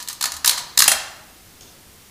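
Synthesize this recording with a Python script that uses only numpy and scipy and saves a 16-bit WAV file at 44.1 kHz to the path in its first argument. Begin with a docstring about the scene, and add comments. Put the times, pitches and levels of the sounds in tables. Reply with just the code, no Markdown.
"""Flicked paper on printer levers

Fingers flick stiff paper shapes fixed to the levers of a printer mechanism on a table.
Each flick sets off a quick rattle of dry clacks; the last ends in two knocks of the metal frame.
A spring sings faintly, low thumps accompany the hardest blows, and something ticks farther off.
A bare, quiet room answers, and the hardest clacks overload the microphone."""
import sys
import numpy as np
from scipy import signal
from scipy.fft import rfft, irfft, next_fast_len
from scipy.io import wavfile

SR = 44100
rng = np.random.default_rng(int(sys.argv[2]) if len(sys.argv) > 2 else 0)


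def generate_wav(sig):
    """Save sig (samples, or channels by samples) to the path in sys.argv[1] as 16-bit PCM at SR."""
    pcm = np.round(np.clip(np.atleast_2d(sig).T, -1, 1) * 32767).astype(np.int16)
    wavfile.write(sys.argv[1], SR, pcm)


N = 92610

# (time [s], level [dB], rise [s], t60 [s], tilt [dB/octave], paper pitch [Hz], paper ring [dB])
LEVER_CLACKS = [ (.001, -30.5, 0.00015, 0.16, -3.5, 1200, -9), (.026, -27, 0.00062, .035, 5, 1750, -9),
                (0.0749, -25, 0.0014, 0.018, -0.5, 1750, -3), (.085, -18, 0.0005, 0.037, 2.5, 1750, 6),
                (.097, -29.5, 0.00064, 0.15, -2.5, 1170, -0.5),
                (0.1288, -25.5, 0.00082, 0.026, 4, 1200, -7), (.209, -16.5, 0.0033, .032, -2, 1030, -1),
                (.225, -13, 0.0015, .034, 1, 1640, 5), (.239, -11.5, 0.0014, .033, -1, 1220, 7),
                (.255, -14, 0.00098, 0.046, -2.5, 1880, -0.5), (0.319, -19.5, 0.0015, 0.026, 0, 1200, 2),
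                (.338, -30, 0.0017, .09, 1.5, 1200, -5), (.366, -28, 0.00073, 0.05, 2.5, 1750, -8),
                (.4441, -9, 0.0038, 0.024, -0.85, 1740, 10.5), (.459, -8, 0.00048, 0.031, 2.5, 1220, 0),
                (.464, -17, 0.0023, 0.071, -2.5, 960, -4), (0.4748, -3.5, 0.0018, 0.04, 1.6, 940, 3.5),
                (0.4932, -3.5, 0.0013, 0.024, -.5, 1730, 4.5), (0.5108, -13, .0012, 0.021, -1, 2300, -12),
                (.53, -24, .0012, 0.057, -2, 1150, -3), (0.5746, -20, 0.0042, 0.082, -2.5, 1170, 4),
                (.774, -3.5, 0.0032, 0.019, 0, 1777, 9.5), (.788, -1.5, 0.0045, 0.027, 2.5, 1250, -10),
                (0.8028, -4, 0.0014, 0.019, 0, 1230, 6.5), (0.8208, 0, 0.0014, 0.02, 0, 1700, 8),
                (.84, -9, 0.0011, 0.017, 0.5, 1630, 0), (.858, -20.5, 0.0011, 0.019, -6, 1650, -5)]
# contact spectrum (frequency [Hz], level [dB])
CLACK_SPECTRUM = [(60, -45), (220, -13.5), (400, -24), (700, -15.5), (2400, -8), (4500, .5), (7500, 3.5),
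                  (12000, -2), (15000, -7.5)]


def levers():
    """The flicked shapes and their levers clack and rebound, each followed by a short reverberation."""
    return sum(in_room(contact(strike, CLACK_SPECTRUM, clack_modes(paper_hz, paper_db)))
               for *strike, paper_hz, paper_db in LEVER_CLACKS)


# resonances of the shapes on their levers (frequency [Hz], width [Hz], level [dB])
LEVER_MODES = [(966, 58, -5), (1190, 120, -6), (1780, 320, -6.5), (2920, 310, -7), (4205, 560, 3),
               (4950, 99, -.5), (6370, 370, 1)]
# bending modes of a shape (frequency [x paper pitch], width [x frequency], level [dB])
PAPER_MODES = [(1, 0.1, 0.5), (2.8, 0.06, -6)]


def clack_modes(paper_hz, paper_db, lever_ring_db=4.5, pitch_spread=0.021, spread_db=0.5):
    """Lever and paper resonances; the lever's shift because each contact lands differently."""
    modes = []
    for hz, width_hz, db in LEVER_MODES:
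        detune = 1 + pitch_spread * rng.standard_normal()
        modes.append((hz * detune, width_hz, db + lever_ring_db + spread_db * rng.standard_normal()))
    for multiple, width_share, db in PAPER_MODES:
        hz = paper_hz * multiple
        modes.append((hz, hz * width_share, paper_db + db))
    return modes


# (time [s], level [dB], rise [s], t60 [s], tilt [dB/octave], ring [dB])
FRAME_KNOCKS = [(.878, 1, 0.002, 0.031, 1, 5.5), (.890, -15, 0.003, 0.053, -0.5, -6),
                (0.9157, -5.5, 0.0024, 0.038, -0.37, -2)]
# (frequency [Hz], width [Hz], level [dB])
FRAME_MODES = [(662, 80, -1), (766, 68, -2), (1410, 390, -2), (2764, 160, 0), (3210, 100, 0.5),
               (7140, 170, 2), (9850, 2100, -2)]
# contact spectrum (frequency [Hz], level [dB])
KNOCK_SPECTRUM = [(60, -20.5), (220, -11), (420, -25), (1050, -7.5), (2000, -.5), (4500, 0.5), (9000, 3.5),
                  (15000, -11)]


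def frame(ring_boost_db=2.5):
    """Two hard knocks, with a small rebound between them, ring the metal frame."""
    knocks = np.zeros(N)
    for *strike, ring_db in FRAME_KNOCKS:
        modes = [(hz, width_hz, db + ring_boost_db + ring_db) for hz, width_hz, db in FRAME_MODES]
        knocks += in_room(contact(strike, KNOCK_SPECTRUM, modes))
    return knocks


def contact(strike, spectrum, modes=(), size=8192):
    """A burst of fine chatter swells, dies and rings the body's resonances."""
    start_s, level_db, rise_s, t60_s, tilt_db_per_octave = strike
    t, hz = np.arange(size) / SR, np.fft.rfftfreq(size, 1 / SR)
    chatter = envelope(t, rise_s, t60_s) * rng.standard_normal(size)
    ring_power = sum((amp(db) * hz * width_hz) ** 2 / ((hz ** 2 - mode_hz ** 2) ** 2 + (hz * width_hz) ** 2)
                     for mode_hz, width_hz, db in modes)
    octaves = np.log2(np.maximum(hz, 800) / 5000)
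    tilt = amp(tilt_db_per_octave * octaves)
    gain = unit_rms(np.sqrt(amp(curve_at(spectrum, hz)) ** 2 + ring_power) * tilt)
    sound = irfft(rfft(chatter) * minimum_phase(gain))
    return amp(level_db) * np.pad(sound, (round(start_s * SR), N))[:N]


# (time [s], level [dB])
SPRING_FLICKS = [(0.226, -44), (.459, -44)]


def spring():
    """A lever spring sings faintly on after two of the flicks."""
    return sum(damped_mode(start_s, db, rise_s=0.012, t60_s=0.59, hz=958) for start_s, db in SPRING_FLICKS)


# (time [s], level [dB], rise [s], t60 [s], pitch [Hz])
LOW_THUMPS = [(0.321, -47, 0.029, 0.41, 75), (.59, -54, .02, 1, 142), (.821, -38, .002, .06, 130),
              (0.877, -29.5, 0.0031, 0.025, 106), (.935, -46, 0.018, 0.23, 72)]


def low_thumps():
    """Faint booms lie under the rattle; short low thumps accompany the hardest blows."""
    return sum(damped_mode(*thump) for thump in LOW_THUMPS)


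def damped_mode(start_s, level_db, rise_s, t60_s, hz):
    """One mode swells and dies away."""
    t = np.maximum(np.arange(N) / SR - start_s, 0)
    return amp(level_db) * envelope(t, rise_s, t60_s) * np.sqrt(2) * np.sin(2 * np.pi * hz * t)


# a tick, then a soft scrape (time [s], level [dB], rise [s], t60 [s], tilt [dB/octave])
FAR_CONTACTS = [(1.609, -35, .0006, .025, 0), (1.64, -52, .035, .25, 0)]
# (frequency [Hz], level [dB])
TICK_SPECTRUM = [(100, -10), (750, 1.5), (1800, -16), (3700, 1.5), (6500, 0.5), (9500, -11), (15000, -19)]


def far_tick(room_gain_db=8):
    """Something small stirs farther off, heard mostly through the room."""
    tick = sum(contact(strike, TICK_SPECTRUM) for strike in FAR_CONTACTS)
    return in_room(tick, room_gain_db)


# room decay (frequency [Hz], t60 [s])
TAIL_T60 = [(150, 0.57), (900, 0.95), (3700, 0.63), (8000, 0.56), (14000, 0.37)]
# (frequency [Hz], level [dB])
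TAIL_SPECTRUM = [(150, 7.5), (750, 3), (2000, -2), (5000, -.5), (9000, -7.5), (14000, -5.5)]


def in_room(direct, room_gain_db=0):
    """Direct sound, first answers of near walls, then a diffuse tail whose treble dies soonest."""
    walls_db, walls_delay_s, walls_t60_s = -9, 0.0095, 0.16
    tail_db, tail_delay_s, tail_rise_s = -10.5, 0.011, 0.0046
    t = np.arange(SR) / SR
    hz, slice_s, noise = signal.stft(rng.standard_normal(SR), SR, nperseg=256)
    fade = amp(curve_at(TAIL_SPECTRUM, hz)[:, None] - 60 * slice_s / curve_at(TAIL_T60, hz)[:, None])
    tail = signal.istft(noise * fade, SR, nperseg=256)[1][:SR]
    tail *= np.clip((t - tail_delay_s) / tail_rise_s, 0, 1)
    walls = rng.standard_normal(SR) * (t > walls_delay_s) * amp(-60 * t / walls_t60_s)
    response = amp(tail_db) * tail / np.linalg.norm(tail) + amp(walls_db) * walls / np.linalg.norm(walls)
    return direct + amp(room_gain_db) * signal.fftconvolve(direct, response)[:N]


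# (frequency [Hz], level [dB])
AIR_SPECTRUM = [(45, -5.5), (72, -0.5), (110, -5), (280, -7.5), (700, -14.5), (5000, -16), (15000, -19)]


def air(level_db=-47):
    """Low room rumble and steady hiss."""
    noise = filtered(rng.standard_normal(N), lambda hz: amp(curve_at(AIR_SPECTRUM, hz)))
    return amp(level_db) * unit_rms(noise)


def envelope(t, rise_s, t60_s):
    """Linear rise, exponential decay."""
    return np.minimum(t / rise_s, 1) * amp(-60 * np.maximum(t - rise_s, 0) / t60_s)


def amp(db):
    """Decibels to gain."""
    return 10 ** (np.asarray(db) / 20)


def unit_rms(x):
    """Scale to rms 1."""
    return x / np.sqrt(np.mean(np.abs(x) ** 2) + 1e-20)


def curve_at(points, hz):
    """Interpolate (frequency, value) points on a log frequency axis."""
    point_hz, values = np.transpose(points)
    return np.interp(np.log(hz + 1), np.log(point_hz + 1), values)


def minimum_phase(gain):
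    """Causal frequency response with the given gain."""
    cepstrum = irfft(np.log(np.maximum(gain, 1e-6)))
    half = len(cepstrum) // 2
    return np.exp(rfft(np.concatenate([cepstrum[:1], 2 * cepstrum[1:half], np.zeros(half)])))


def filtered(x, gain_at):
    """Zero-phase filter; gain_at maps frequency to gain."""
    size = next_fast_len(N + SR // 2)
    return irfft(rfft(x, size) * gain_at(np.fft.rfftfreq(size, 1 / SR)), size)[:N]


def scene():
    """The mechanism close by, a far tick and the room, in mono."""
    return (levers() + spring() + frame() + far_tick() + low_thumps() + air())[None]


def record(dry):
    """The microphone clips the loudest peaks; a steep low-pass follows."""
    ceiling, hardness, cutoff_hz = 0.93, 3.4, 15350
    clipped = dry[0] / (1 + np.abs(dry[0] / ceiling) ** hardness) ** (1 / hardness)
    return filtered(clipped, lambda hz: 1 / np.sqrt(1 + (hz / cutoff_hz) ** 300))[None]


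dry = scene()
out = record(dry)
generate_wav(out)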